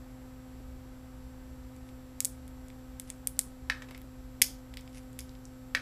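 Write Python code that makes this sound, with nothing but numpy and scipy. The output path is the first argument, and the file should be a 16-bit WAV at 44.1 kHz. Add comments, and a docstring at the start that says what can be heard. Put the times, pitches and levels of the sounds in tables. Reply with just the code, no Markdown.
"""A desk in a small room, microphone close by: hand snips cut hard resin supports off a printed part.
Each support cracks as a very short resonant pulse with weaker splinters; the blades tick and, in
many tiny slips of noise, scrape. The tool knocks as it springs open, ringing damped modes; the jaws click.
Desk and walls answer with single echoes and a scattered, decaying tail. Behind lie a machine's hum and
thin whine, built from sines, and a low rumble, air wash and microphone hiss, all coloured noise."""
import sys
import numpy as np
from scipy import signal
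from scipy.fft import rfft, irfft
from scipy.io import wavfile

SR = 44100
rng = np.random.default_rng(int(sys.argv[2]) if len(sys.argv) > 2 else 0)


def persist_wave(psi):
    """Save psi, clipped to +-1, as 16-bit WAV."""
    counts = np.round(np.clip(psi, -1, 1) * 32767).astype(np.int16)
    wavfile.write(sys.argv[1], SR, np.atleast_2d(counts).T)


N = 256220  # length in samples
BINS = np.fft.rfftfreq(2048, 1 / SR)  # frequency grid of the short pulses, Hz

# Background
# the machine's hum: [multiple of HUM_HZ, rms level/dB]
HUM_PARTIALS = [(1, -51), (2, -61.5), (3, -73), (5, -74), (6, -77)]
# sudden phase slips of the hum: [t/s, slip/cycles]
HUM_HICCUPS = [(0.603, .48), (3.37, 0.18), (3.465, -0.2), (4.041, .25), (4.504, 0.21)]
# machine resonances that lift the buzz into a thin whine: [f/Hz, width/Hz, peak rms level/dB]
WHINE_RESONANCES = [(5650, 100, -84), (7560, 190, -74), (10980, 220, -82), (11720, 420, -80.5),
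                    (12960, 220, -82.5), (13740, 260, -82), (15140, 100, -89)]
# spectrum of the room's low rumble: [f/Hz, relative level/dB]
RUMBLE_SPECTRUM = [(12, -20.5), (28, -3.5), (38, -10.5), (47, 2), (57, -3.5), (68, 2), (80, -19),
                   (100, -13), (150, -18), (200, -30), (300, -56)]
# spectrum of the air moving through the room: [f/Hz, relative level/dB]
AIR_SPECTRUM = [(100, -6.5), (180, 1.5), (330, 1.5), (450, -3), (650, -3), (900, -3.5), (1400, -8.5),
                (2000, -12.5), (2800, -21), (5000, -39)]
# spectrum of the steady microphone hiss: [f/Hz, relative level/dB]
HISS_SPECTRUM = [(2000, 0.5), (4500, 0), (7000, -4), (10000, -6.5), (15000, -9)]
HUM_HZ, MAINS_HZ, MAINS_DB = 256.68, 120, -57
BUZZ_DB, BUZZ_DB_PER_OCTAVE = -83, -6  # the hum's higher multiples, fading with pitch
RUMBLE_DB, AIR_DB, HISS_DB = -50, -60.5, -67
AIR_DB_PER_S = -0.28  # the air flow eases slowly
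EDGE_HZ = 15450  # upper band limit

# Place
# first reflections off the desk and nearby things: [delay/s, level/dB]
NEAR_ECHOES = [(.00075, -26.5), (.00365, -18.5), (0.0103, -30.5), (0.0118, -26)]
# the room's decay: [f/Hz, t60/s]
ROOM_DECAY = [(300, 1), (2000, 0.24), (3500, 0.32), (5000, 0.28), (9000, 0.24), (15000, 0.28)]
# reflections start at the desk and swell again when the walls answer
DESK_S, DESK_FADE_S, DESK_DB = 0.00069, 0.0054, 9.5
WALL_S, WALL_SPREAD_S, WALL_DB = 0.022, 0.004, 4

# Hand and snips
# the snips springing open and rattling in the hand:
# [t/s, level/dB, grip as a factor on the mode frequencies, dull blow level/dB]
KNOCK_EVENTS = [(3.6990, 16, 1.013, -3), (3.821, -6, 1.07, 5), (3.887, -16, 1.45, -6),
                (3.9096, -12, 1.26, 0), (3.9473, -9, 1.2, -4), (5.7491, 17, 1.06, -1)]
# modes of the snips, broad for the held handles, faint and sharp for the steel: [f/Hz, width/Hz, level/dB]
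TOOL_MODES = [(1720, 49, -9), (1790, 93, 4.5), (2138, 230, -1), (2453, 380, -6.5), (2920, 200, -5),
              (3300, 210, -11), (3650, 150, -9), (4730, 106, -13), (5470, 79, -21), (6060, 200, -17),
              (1660, 18, -4), (1850, 27, -12), (2140, 26, -8)]
# spectrum of the dull click of a blow: [f/Hz, level/dB]
BLOW_SPECTRUM = [(120, -31.5), (500, -24), (900, -17), (2000, -16), (4000, -25), (7000, -25.5),
                 (11000, -33), (15000, -41.5)]
# spectrum of the hand taking up a knock: [f/Hz, relative level/dB]
THUD_SPECTRUM = [(120, -10), (260, 0), (520, 2), (800, -3), (1150, -1), (1700, -9), (3200, -8), (6000, -16),
                 (14000, -26)]
# jaws clicking together: [t/s, level/dB, pitch as a factor on the ring frequencies]
JAW_EVENTS = [(3.3687, -31, .9), (3.413, -21, .8), (4.4216, 11.5, 1.05), (5.1951, -15.5, 1),
              (5.2059, -15.5, 1.07), (5.2936, -24, 0.72), (5.454, -19.5, 1.18)]
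# ring of the closed jaws: [f/Hz, width/Hz, level/dB]
JAW_MODES = [(4930, 850, 1.5), (6450, 1800, 0)]
# every knock rebounds once, weaker and stiffer
REBOUND_S, REBOUND_DB, REBOUND_GRIP, REBOUND_BLOW_DB = 0.0024, -11, 1.18, 4.5
THUD_DB, THUD_DB_PER_KNOCK_DB, THUD_FADE_S = -49, 0.22, 0.013

# Blades and resin
# blade sliding on resin: [t/s, length/s, level/dB]
SCRAPE_STROKES = [(1.859, 0.041, -70), (3.068, 0.05, -60), (4.925, 0.075, -59.5)]
# spectrum of the sliding rasp: [f/Hz, relative level/dB]
RASP_SPECTRUM = [(800, -10), (2000, 10), (4000, 3), (6000, 6.5), (7500, -1), (10000, 8), (11500, 1),
                 (13000, -18)]
# blades nicking the resin: [t/s, level/dB, f/Hz, ring of the part/dB]
TICK_EVENTS = [(1.8901, -38.5, 6000, 12.5), (2.4792, -25.5, 9700, -3.5), (2.6841, -27, 8260, -10),
               (2.702, -34.5, 6000, 11), (3.9097, -28, 12540, 1), (3.948, -28, 4600, 1),
               (3.9783, -25, 12500, 1.5), (4.0168, -25.5, 12800, -1), (4.7390, -30, 3200, 11.5),
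               (4.742, -27, 9000, 3.5), (4.8101, -27, 7500, -9), (4.877, -33.5, 5500, 11),
               (5.3523, -38, 3000, 11)]
# spells of faint stray ticks while the blades feel for a support: [start t/s, end t/s]
PROBING_SPELLS = [(1.76, 1.81), (3.06, 3.12), (3.96, 4.0), (4.83, 5.14)]
# supports cracking: [t/s, level/dB, f/Hz, width/Hz, ring of the part/dB, treble edge f/Hz, room level/dB]
SNAP_EVENTS = [(2.2048, 5.5, 7900, 2900, -14.5, 16000, -12), (2.2481, 4, 8000, 3600, -19.5, 16000, -11.5),
               (2.2533, 6, 9200, 2000, -21, 15000, -11.5), (2.9986, -7, 8790, 3400, -9, 16500, -11),
               (3.1021, -5.5, 8400, 2600, -9.5, 9900, -11), (3.2728, 5, 9620, 2300, -18.5, 15000, -13),
               (3.392, 10.5, 9000, 3000, -17, 12300, -12.5), (4.4178, 9.5, 9980, 5000, 1.5, 13500, -10),
               (4.4212, 16, 10620, 2410, -7.5, 13520, -12), (4.7716, -17.5, 4300, 3500, 7.5, 12000, -3.5),
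               (5.1906, -7, 10600, 1800, -3.5, 11970, -5.5)]
# spectrum of the printed part's ring: [f/Hz, level/dB]
PART_SPECTRUM = [(200, -26), (1200, -24.5), (1600, -9.5), (2200, 3), (2780, -3.5), (3350, 2), (4200, -12.5),
                 (5200, -7), (9000, -27.5), (16000, -30.5)]
TICK_WIDTH_HZ = 3500
STRAY_PER_S, STRAY_DB, STRAY_SPREAD_DB, STRAY_RING_DB = 15, -35, 5, -4
STRAY_LOW_HZ, STRAY_HIGH_HZ = 6000, 10500
# thin overtone of every pillar; it stands out more in light snaps
OVERTONE_HZ, OVERTONE_WIDTH_HZ = 14500, 1300
OVERTONE_DB, OVERTONE_DB_PER_SNAP_DB = -15.5, -0.6
PART_LAG_S = 0.0003  # the jolt reaches the body of the part a moment after the break
SPLINTER_S, SPLINTER_DB = 0.0012, -14.5  # longest delay and level of the weaker cracks


def amp(db):
    """Decibels to gain."""
    return 10 ** (np.asarray(db) / 20)


def unit(x):
    """Scales to rms 1."""
    return x / np.sqrt(np.mean(x ** 2) + 1e-20)


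def read(points, hz):
    """Reads a table on a log-frequency axis."""
    f, value = np.transpose(points)
    return np.interp(np.log(hz + 1), np.log(f + 1), value)


def add(mix, s, sound):
    """Mixes a sound in at time s, cut at the end of the mix."""
    part = mix[round(s * SR):][:len(sound)]
    part += sound[:len(part)]


def coloured(x, points):
    """Gives x a spectrum, at rms 1."""
    gain = amp(read(points, np.fft.rfftfreq(len(x), 1 / SR)))
    return unit(irfft(rfft(x) * gain, len(x)))


def drift(hz):
    """Slow random wander, rms 1, fading out above the rate hz."""
    knots = np.linspace(0, N / SR, num=512)
    rates = np.fft.rfftfreq(len(knots), knots[1])
    wander = irfft(rfft(rng.standard_normal(len(knots))) * np.exp(-(rates / hz) ** 2))
    return unit(np.interp(np.arange(N) / SR, knots, wander))


def resonance(hz, width):
    """Gain of one resonance over frequency, 1 at its top."""
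    return 1 / np.hypot(1, (BINS ** 2 - hz ** 2) / (width * (BINS + 1)))


def pulse(gain):
    """The minimum-phase pulse: the shortest causal one that has this spectrum."""
    log_gain = np.log(np.maximum(gain, 1e-6))
    circle = np.concatenate([log_gain, log_gain[-2:0:-1]])
    return np.fft.ifft(np.exp(np.conj(signal.hilbert(circle)))).real


def air(swell_db=0.9):
    """Ventilation gives a lumpy rumble and a soft wash; the microphone adds a smooth hiss."""
    rumble = amp(RUMBLE_DB + swell_db * drift(2.78)) * coloured(rng.standard_normal(N), RUMBLE_SPECTRUM)
    flow_db = AIR_DB_PER_S * (np.arange(N) - N / 2) / SR
    wash = amp(AIR_DB + flow_db) * coloured(rng.standard_normal(N), AIR_SPECTRUM)
    hiss = amp(HISS_DB) * coloured(rng.standard_normal(N), HISS_SPECTRUM)
    return rumble + wash + hiss


def overtones():
    """The hum's high multiples and their dB: a falling buzz, lifted where the machine resonates."""
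    k = np.arange(HUM_PARTIALS[-1][0] + 1, EDGE_HZ // HUM_HZ)
    buzz = amp(BUZZ_DB + BUZZ_DB_PER_OCTAVE * np.log2(k / k[0]))
    whine = sum(amp(db) * np.exp(-((k * HUM_HZ - hz) / width) ** 2) for hz, width, db in WHINE_RESONANCES)
    return list(zip(k, 20 * np.log10(np.hypot(buzz, whine))))


def hum(waver_db=0.4, mains_waver_db=0.2, hiccup_s=0.0047):
    """Harmonics of one slightly unsteady rotation make buzz and whine, beside a wavering mains hum."""
    t = np.arange(N) / SR
    slip = sum(cycles * np.clip((t - s) / hiccup_s, 0, 1) for s, cycles in HUM_HICCUPS)
    turns = HUM_HZ * t + slip + 0.0022 * drift(2)
    partials = HUM_PARTIALS + overtones()
    buzz = sum(amp(db) * np.sin(2 * np.pi * (k * turns + rng.random())) for k, db in partials)
    mains_turns = MAINS_HZ * t + 0.03 * drift(5.5)
    mains = amp(MAINS_DB + mains_waver_db * drift(6)) * np.sin(2 * np.pi * mains_turns)
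    return np.sqrt(2) * (buzz * amp(waver_db * drift(2.71)) + mains)  # peak from rms


def room(x, reflections_per_s=9000):
    """Scattered reflections off desk and walls, each band dying at its own speed."""
    n = SR // 2
    taps = rng.choice([-1., 1.], n) * (rng.random(n) < reflections_per_s / SR)
    hz, t, bands = signal.stft(taps, SR, nperseg=256)
    decay = amp(-60 * t / read(ROOM_DECAY, hz)[:, None])
    tail = signal.istft(bands * decay, SR, nperseg=256)[1][:n]
    age = np.arange(n) / SR
    desk_db = DESK_DB * np.exp(-age / DESK_FADE_S)
    wall_db = WALL_DB * np.exp(-((age - WALL_S) / WALL_SPREAD_S) ** 2)
    tail *= (age > DESK_S) * amp(desk_db + wall_db)
    return signal.fftconvolve(x, tail / np.linalg.norm(tail))[:N]


def echoes(x):
    """The direct sound and its first reflections, each a delayed, weaker copy."""
    out = x.copy()
    for delay, db in NEAR_ECHOES:
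        add(out, delay, amp(db) * x)
    return out


def thuds():
    """Dull, grainy give of the hand under each knock; it grows less than the knock does."""
    t, level = np.arange(SR // 6) / SR, np.zeros(N)
    for s, level_db, _, _ in KNOCK_EVENTS:
        thud_db = THUD_DB + THUD_DB_PER_KNOCK_DB * level_db
        add(level, s, amp(thud_db) * np.exp(-t / THUD_FADE_S))
    return level * coloured(rng.standard_normal(N), THUD_SPECTRUM)


def knocks(contact_hz=7000, travel_s=0.00037, chatter_s=0.0025, chatter=1.0, radiate_hz=1350):
    """A chattering blow, and the modes of the snips, damped and shifted by the grip of the hand."""
    t, out = np.arange(SR // 6) / SR, np.zeros(N)
    hz, width, db = np.transpose(TOOL_MODES)[:, :, None]
    travel = travel_s * np.sqrt(hz[0] / hz)  # low bending waves reach the handles last
    decays = (t >= travel) * amp(db) * 2 * np.pi * width / SR * np.exp(-np.pi * width * t)
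    blow = pulse(amp(read(BLOW_SPECTRUM, BINS)))
    # a small tool radiates little bass, a soft contact little treble
    softness = signal.butter(2, [radiate_hz, contact_hz], "bandpass", fs=SR)
    rebounds = [(s + REBOUND_S, level_db + REBOUND_DB, grip * REBOUND_GRIP, blow_db + REBOUND_BLOW_DB)
                for s, level_db, grip, blow_db in KNOCK_EVENTS]
    for s, level_db, grip, blow_db in KNOCK_EVENTS + rebounds:
        modes = decays * np.cos(2 * np.pi * hz * grip * (t - travel))
        ring = signal.lfilter(*softness, modes.sum(0))
        contacts = rng.standard_normal(len(t)) * np.exp(-t / chatter_s)
        contacts *= chatter / np.linalg.norm(contacts)
        contacts[0] += 0.5  # extra weight on the first touch
        add(ring, 0, amp(blow_db) * signal.fftconvolve(contacts, blow))
        add(out, s, -amp(level_db) * ring)
    return out


def jaws(small_hz=3800, edge_hz=10000):
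    """Steel meets steel with a short, bright ring."""
    out = np.zeros(N)
    band = 1 / np.hypot(1, (small_hz / (BINS + 1)) ** 4) / np.hypot(1, (BINS / edge_hz) ** 4)
    for s, level_db, pitch in JAW_EVENTS:
        ring = np.sqrt(sum((amp(db) * resonance(hz * pitch, width)) ** 2 for hz, width, db in JAW_MODES))
        add(out, s, amp(level_db) * pulse(band * ring))
    return out


def scrapes(slips_per_s=700):
    """Many tiny slips of uneven size under each stroke."""
    t = np.arange(N) / SR
    slips = rng.standard_normal(N) * (rng.random(N) < slips_per_s / SR)
    strokes = np.zeros(N)
    for s, length, db in SCRAPE_STROKES:
        corners = [s, s + 0.1 * length, s + 0.9 * length, s + length]
        strokes += amp(db) * np.interp(t, corners, [0, 1, 1, 0])
    return strokes * coloured(slips, RASP_SPECTRUM)


def stray_ticks():
    """Faint ticks at uneven intervals while the blades feel their way."""
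    slots = [s for start, end in PROBING_SPELLS for s in np.arange(start, end, 1 / STRAY_PER_S)]
    return [(s + late / STRAY_PER_S, STRAY_DB + STRAY_SPREAD_DB * (2 * force - 1),
             STRAY_LOW_HZ + (STRAY_HIGH_HZ - STRAY_LOW_HZ) * pitch, STRAY_RING_DB)
            for s, (late, force, pitch) in zip(slots, rng.random(size=(64, 3)))]


def crack(db, hz, width, ring_db, edge_hz, overtone_db, small_hz=3900):
    """A thin pillar rings for a few cycles and jolts the part that it stands on."""
    small = 1 / np.hypot(1, (small_hz / (BINS + 1)) ** 4)  # a small thing radiates little bass
    blunt = 1 / np.hypot(1, (BINS / edge_hz) ** 10)  # a slower break lacks the top treble
    overtone = amp(overtone_db) * resonance(OVERTONE_HZ, OVERTONE_WIDTH_HZ)
    sound = pulse(small * np.hypot(blunt * resonance(hz, width), overtone))
    part_ring = pulse(blunt * amp(read(PART_SPECTRUM, BINS)))
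    add(sound, PART_LAG_S, amp(ring_db) * part_ring)
    return amp(db) * sound


def splintered(sound, splinters):
    """The main break, then weaker cracks of either sign at uneven moments."""
    out = sound.copy()
    for late, side in splinters:
        add(out, SPLINTER_S * late, np.sign(side - 0.5) * amp(SPLINTER_DB) * sound)
    return out


def cuts(tick_room_db=-9, shaded_db=-1, scatter=1.07, tick_edge=1.3, tick_overtone_db=-16):
    """Snaps and ticks, near and as sent into the room, which gathers a broader colour from all sides."""
    near, far = np.zeros((2, N))
    snaps = [(*row, OVERTONE_DB + OVERTONE_DB_PER_SNAP_DB * row[1]) for row in SNAP_EVENTS]
    ticks = [(s, db, hz, TICK_WIDTH_HZ, ring_db, hz + tick_edge * TICK_WIDTH_HZ, tick_room_db, tick_overtone_db)
             for s, db, hz, ring_db in TICK_EVENTS + stray_ticks()]
    chance = rng.random(size=(64, 3, 2))  # three splinters each: delay and sign
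    for event, splinters in zip(snaps + ticks, chance):
        s, db, hz, width, ring_db, edge_hz, room_db, overtone_db = event
        direct = crack(db, hz, width, ring_db, edge_hz, overtone_db)
        add(near, s, splintered(direct, splinters))
        around = crack(db + room_db, hz, width * scatter, ring_db + shaded_db, edge_hz * scatter, overtone_db)
        add(far, s, around)
    return near, far


def scene(knock_room_db=-5.0, scrape_room_db=-8, jaw_room_db=-6):
    """The work close up at the desk, its room and the background."""
    background = hum() + air()
    near, far = cuts()
    knock, scrape, jaw = knocks(), scrapes(), jaws()
    to_room = far + amp(knock_room_db) * knock + amp(scrape_room_db) * scrape + amp(jaw_room_db) * jaw
    close = echoes(near + knock + scrape + jaw)
    return (close + room(to_room) + thuds() + background)[None]


def record(dry):
    """The microphone input clips at full scale; then a low-pass sets the band limit."""
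    clipped = np.clip(dry, -1, 1)
    low_pass = signal.firwin(255, EDGE_HZ, window=("kaiser", 8), fs=SR)
    return signal.oaconvolve(clipped, low_pass[None], "same")


dry = scene()
out = record(dry)
persist_wave(out)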